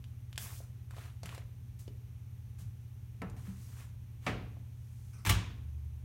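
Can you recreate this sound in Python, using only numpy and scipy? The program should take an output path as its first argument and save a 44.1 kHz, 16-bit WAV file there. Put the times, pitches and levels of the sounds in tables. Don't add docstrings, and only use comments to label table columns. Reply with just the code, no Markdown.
import sys
import numpy as np
from scipy import signal
from scipy.fft import rfft, irfft, next_fast_len
from scipy.io import wavfile

SR = 44100
rng = np.random.default_rng(int(sys.argv[2]) if len(sys.argv) > 2 else 0)


def store_pcm(level_fs):
    pcm = np.round(np.clip(level_fs, -1, 1) * 32767).astype(np.int16)
    wavfile.write(sys.argv[1], SR, np.atleast_2d(pcm).T)


N = 266364
T = np.arange(N) / SR


def from_db(db):
    return 10 ** (np.asarray(db) / 20)


def rms_one(x):
    return x / np.sqrt(np.mean(x ** 2) + 1e-20)


def at_hz(points, hz):
    table_hz, values = np.transpose(points)
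    return np.interp(np.log(hz), np.log(table_hz), values)


def low_pass(x, hz):
    return signal.sosfilt(signal.butter(2, hz, fs=SR, output="sos"), x + 1e-18)


def clicks(rows):
    out = np.zeros(N)
    for s, db in rows:
        out[round(s * SR)] += from_db(db)
    return out


def envelope(start, attack, hold, release_db_per_s):
    age = T - start
    rise = np.clip(age / max(attack, 1 / SR), 0, 1)
    return rise * from_db(-release_db_per_s * np.maximum(age - attack - hold, 0))


def ring(x, hz, t60):
    radius = from_db(-60 / (t60 * SR))
    angle = 2 * np.pi * hz / SR
    feedback = [1, -2 * radius * np.cos(angle), radius * radius]
    return signal.lfilter([0, np.sin(angle)], feedback, x + 1e-18)


def noise(colour):
    size = next_fast_len(N)
    hz = np.maximum(np.fft.rfftfreq(size, 1 / SR), 1)
    spectrum = rfft(rng.standard_normal(size)) * from_db(at_hz(colour, hz))
    return rms_one(irfft(spectrum, size)[:N])


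def clatter(colour, body_t60, room_db):
    # f/Hz, t60/s
    room_t60 = [(100, 0.96), (500, 0.62), (1500, 0.52), (3500, 0.54), (6000, 0.43), (10000, 0.27),
                (15000, 0.18)]
    t = T[:SR * 2 // 3]
    edges = np.geomspace(45, 17000, 21)
    white = rng.standard_normal((2, len(t)))
    body = from_db(-60 * t / body_t60)
    out = 0
    for k, (low, high) in enumerate(zip(edges, edges[1:])):
        hz = np.sqrt(low * high)
        room = from_db(room_db - 60 * t / at_hz(room_t60, hz))
        band = signal.butter(2, [low, high], "band", fs=SR, output="sos")
        burst = signal.sosfilt(band, white[k % 2] * (body + room))
        out = out + from_db(at_hz(colour, hz)) * burst
    return out / np.sqrt(np.sum(out ** 2))


def through(x, response):
    return signal.oaconvolve(x, response)[:N]


def struck_modes(modes, blows, spread_db):
    blows = np.array(blows)
    draws = rng.standard_normal((len(blows), 2, len(modes)))
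    weights = np.sign(draws[:, 0]) * from_db(spread_db * draws[:, 1])
    return sum(from_db(db) * ring(w @ blows, hz, t60) for w, (hz, db, t60) in zip(weights.T, modes))


def plate(clatter_db=2, modes_db=-1, boom_hz=170):
    # t/s, level/dB, contact softness as cut-off f/Hz, relative boom level/dB
    contacts = [(3.2177, -10, 1640, 4), (3.365, -33.5, 3030, -10), (3.468, -31.5, 3000, 18),
                (4.2646, -3, 4640, -9.5), (4.277, -8.5, 3160, -10), (4.291, -13.5, 2200, -6)]
    # f/Hz, level/dB
    knock_colour = [(60, 7.5), (130, 8.5), (300, 4.5), (520, -1.5), (800, -1), (1200, -4), (2300, -3.5),
                    (3300, -9.5), (5000, -15), (8000, -12.5), (15000, -17)]
    # f/Hz, relative level/dB, t60/s
    oven_modes = [(190.1, -31.5, 0.44), (255.8, -36.5, 0.24), (363, -56, 0.38), (459, -44, 0.54),
                  (606, -48, 0.44), (746, -43, 0.38), (890, -46, 0.34), (1027, -47, 0.54),
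                  (1316, -39, 0.24), (1762, -33, 0.086), (1856, -44, 0.15), (2036, -38.5, 0.18),
                  (2300, -32, 0.061), (2770, -65, 0.43)]
    blows = []
    for s, db, soft_hz, boom_db in contacts:
        blow = clicks([(s, db)])
        boom = from_db(boom_db) * low_pass(blow, boom_hz)
        blows.append(low_pass(blow, soft_hz) + boom)
    knocks = sum(through(blow, clatter(knock_colour, body_t60=0.072, room_db=-5.5)) for blow in blows)
    ringing = struck_modes(oven_modes, blows, spread_db=2.5)
    return from_db(modes_db) * ringing + from_db(clatter_db) * knocks


def door(clatter_db=-1, panel_db=-4):
    # t/s, relative level/dB
    hits = [(5.2502, -9), (5.262, -6.5), (5.2693, -4.5), (5.28, -14.5), (5.2919, -1.5), (5.296, 0),
            (5.301, -3.5), (5.322, -13.5)]
    # f/Hz, level/dB
    door_colour = [(60, -13), (170, 10.5), (300, 4), (520, -5.5), (1000, 2.5), (1500, 1.5), (2200, 3),
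                   (3200, 0.5), (4900, -7.5), (6500, -3), (10000, -9), (15000, -9)]
    # f/Hz, relative level/dB, t60/s
    door_modes = [(890, -35.5, 0.1), (1074, -57, 1), (1166, -37, 0.23), (2070, -35, 0.13),
                  (2307, -38.5, 0.25), (2724, -39.5, 0.29), (2955, -44, 0.24), (3260, -44, 0.26),
                  (3340, -52, 0.45), (4050, -45, 0.23), (6500, -54, 0.2)]
    blows = [clicks([hit]) for hit in hits]
    clack = sum(through(blow, clatter(door_colour, body_t60=0.049, room_db=-7.5)) for blow in blows)
    panel = struck_modes(door_modes, blows, spread_db=2)
    return from_db(clatter_db) * clack + from_db(panel_db) * panel


def thump(push_hz=240):
    # t/s, relative level/dB
    pushes = [(5.268, -2.5), (5.299, 0.5), (5.358, -6)]
    # f/Hz, relative level/dB, t60/s
    thump_modes = [(59.3, -29, 0.64), (76.6, -48, .4), (92.8, -34, 0.83), (103.9, -22.5, 0.31),
                   (172.7, -31.5, 0.35), (290, -36, 0.17)]
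    push = low_pass(clicks(pushes), push_hz)
    return sum(from_db(db) * ring(push, hz, t60) for hz, db, t60 in thump_modes)


def hinge():
    # t/s, level/dB, pitch as a ratio
    squeaks = [(5.129, -62, 1.044), (5.181, -68.5, 0.92)]
    # f/Hz, relative level/dB, t60/s
    hinge_modes = [(1440, 1, 0.013), (2300, 2.5, .005), (5730, 5, 0.0034), (8500, 8.5, 0.0013)]
    slips = rng.standard_normal(N)
    out = 0
    for s, db, ratio in squeaks:
        squeak = sum(from_db(mode_db) * ring(slips, ratio * hz, t60) for hz, mode_db, t60 in hinge_modes)
        swing = envelope(s, attack=0.0035, hold=0.01, release_db_per_s=150)
        out = out + from_db(db) * swing * rms_one(squeak)
    return out


def ticks(cycles=5.8, grit_t60=0.023, grit_db=-14, room_db=-8):
    # t/s, level/dB, pitch f/Hz, relative crack level/dB
    taps = [(.042, -40, 3130, -9), (.329, -35.5, 3430, -8.5), (.359, -40, 3300, -4),
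            (0.3782, -19.5, 3250, -2.5), (0.3793, -33, 1920, -24), (.604, -40.5, 610, -20),
            (.909, -41, 1480, -2.5), (.966, -42.5, 590, 0.5), (.982, -38.5, 780, -13),
            (1.233, -35.5, 640, 2.5), (1.258, -31, 2300, -1), (1.292, -31, 2640, -12),
            (1.348, -39, 1060, 2), (1.379, -37, 576, 1.5), (1.879, -36.5, 400, -2),
            (3.219, -50.5, 5050, 9.5), (3.299, -47.5, 7040, 1), (4.569, -47, 640, -18),
            (5.2973, -15, 3020, -0.5)]
    # f/Hz, level/dB
    room_colour = [(100, 0), (15000, -4)]
    out = np.zeros(N)
    t = T[:SR // 8]
    touch = (t == 0) * 1.0
    for s, db, hz, crack_db in taps:
        grain = from_db(grit_db - 60 * t / grit_t60) * rng.standard_normal(len(t))
        band = signal.butter(2, [hz / 2, min(12 * hz, 11000)], "band", fs=SR, output="sos")
        crack = signal.sosfilt(band, touch + 2 * grain)
        tick = ring(touch, hz, cycles / hz) + from_db(crack_db) * crack
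        at = round(s * SR)
        out[at:at + len(t)] += from_db(db) * tick
    room = through(out, clatter(room_colour, body_t60=0.12, room_db=-8.5))
    return out + from_db(room_db) * room


def friction_levels():
    # t/s, attack/s, hold/s, relative rasp level/dB, hiss level/dB
    rubs = [(0.89, 0.1, 0.071, -58, -64.5), (1.238, 0.014, .11, -56.5, -64.5),
            (1.788, 0.0037, 0.0084, -73.5, -61), (2.582, 0.0057, 0.024, -67, -63.5),
            (4.202, 0.08, .005, -58.5, -62.5), (4.62, .45, .04, -86, -71.5)]
    # t/s, relative rasp level/dB, hiss level/dB
    scuff = [(0.39, -62, -55), (0.428, -54.5, -49.5), (0.492, -56.5, -56), (0.592, -66.5, -57.5),
             (0.598, -68, -61), (0.64, -70, -67)]
    # t/s, relative rasp level/dB, hiss level/dB
    slide = [(3.365, -68.5, -67.5), (3.439, -70, -68.5), (3.465, -64, -65.5), (3.553, -70.5, -69),
             (3.635, -72, -64), (3.763, -65.5, -65.5), (3.801, -59.5, -61), (3.9, -73.5, -75.5)]
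    release_db_per_s = 188
    levels = np.zeros((2, N))
    for start, attack, hold, rasp_db, hiss_db in rubs:
        levels += from_db([[rasp_db], [hiss_db]]) * envelope(start, attack, hold, release_db_per_s)
    for stroke in (scuff, slide):
        s, *columns = np.transpose(stroke)
        effort = from_db([np.interp(T, s, db) for db in columns])
        levels += effort * envelope(s[0], 0, s[-1] - s[0], release_db_per_s)
    return levels


def grit(per_s=420, cycles=11):
    sizes = from_db(3 * np.minimum(rng.exponential(1, N), 3))
    specks = (rng.random(N) < per_s / SR) * rng.choice([-1, 1], N) * sizes
    pitches = np.geomspace(1000, 3400, 14)
    dealt = rng.integers(0, len(pitches), N)
    return rms_one(sum(ring(specks * (dealt == k), hz, cycles / hz) for k, hz in enumerate(pitches)))


def rubbing(grain_db=0.7, grain_hz=160, rasp_db=-2, grit_db=-3, sizzle_db=2):
    # f/Hz, level/dB
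    rasp_colour = [(200, 4.5), (600, -1), (1150, -0.5), (2600, -0.5), (4500, -7), (8000, -53), (15000, -41)]
    # f/Hz, level/dB
    hiss_colour = [(1000, -28), (3500, 0), (6000, 7.5), (9000, 6.5), (12000, 3), (15000, -2)]
    # f/Hz, level/dB
    sizzle_colour = [(6000, -28), (11000, -3), (14000, -2.5)]
    rasp, hiss = friction_levels()
    wander = rms_one(low_pass(rng.standard_normal(N), grain_hz))
    catch = rms_one(from_db(grain_db * wander))
    friction = from_db(rasp_db) * rasp * noise(rasp_colour) + hiss * noise(hiss_colour)
    firmness = np.sqrt(hiss / hiss.max())
    sizzle = from_db(sizzle_db) * hiss * firmness * noise(sizzle_colour)
    return catch * (friction + sizzle) + from_db(grit_db) * rasp * grit()


def nearby_surfaces(x):
    # delay/s, level/dB
    echoes = [(.0017, -29), (.0043, -27), (.0071, -17.5)]
    return x + sum(from_db(db) * np.interp(T - delay, T, x, left=0) for delay, db in echoes)


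def bumps(soft_hz=200):
    # t/s, relative level/dB, pitch f/Hz
    footfalls = [(0.421, -51, 200), (1.238, -45.5, 171), (2.613, -46.5, 174), (2.655, -34, 102.1),
                 (3.479, -36.5, 192.4)]
    return sum(ring(low_pass(clicks([(s, db)]), soft_hz), hz, t60=.35) for s, db, hz in footfalls)


def workshop(rumble_db=-55, air_db=-70.5, hum_db=-40, hum_hz=74.6):
    # f/Hz, rms level/dB
    machine_tones = [(57.4, -61), (74.5, -57), (85.7, -53.5), (102.9, -53.5), (120, -49), (608, -90),
                     (824, -88)]
    # f/Hz, level/dB
    rumble_colour = [(25, -19), (38, 3), (55, 0), (76, 0.5), (100, -2), (160, -5.5), (220, -10.5),
                     (400, -27.5)]
    # f/Hz, level/dB
    air_colour = [(150, -5), (250, -7.5), (420, 7), (560, -8.5), (820, -1.5), (1500, -4), (2400, -2.5),
                  (3500, -6), (4900, -11), (6100, -5.5), (7600, -12.5), (9400, -7.5), (10600, -11),
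                  (13000, -6), (16000, -12.5)]
    drone = sum(from_db(db) * np.sin(2 * np.pi * hz * T) for hz, db in machine_tones)
    swell = envelope(start=5.43, attack=0.28, hold=0.1, release_db_per_s=21)
    hum = from_db(hum_db) * swell * np.sin(2 * np.pi * hum_hz * T)
    rumble = from_db(rumble_db) * low_pass(noise(rumble_colour), 493)
    air = from_db(air_db) * noise(air_colour)
    return np.sqrt(2) * (drone + hum) + rumble + air


def scene():
    handling = plate() + door() + hinge() + ticks() + rubbing()
    return (nearby_surfaces(handling) + thump() + bumps() + workshop())[None]


def record(dry, bass_cut_hz=46, cutoff_hz=15900):
    bass_cut = signal.butter(6, bass_cut_hz, "high", fs=SR, output="sos")
    thin = signal.sosfilt(bass_cut, dry)
    top_cut = signal.ellip(10, .2, 70, cutoff_hz, fs=SR, output="sos")
    return signal.sosfilt(top_cut, thin)


dry = scene()
out = record(dry)
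store_pcm(out)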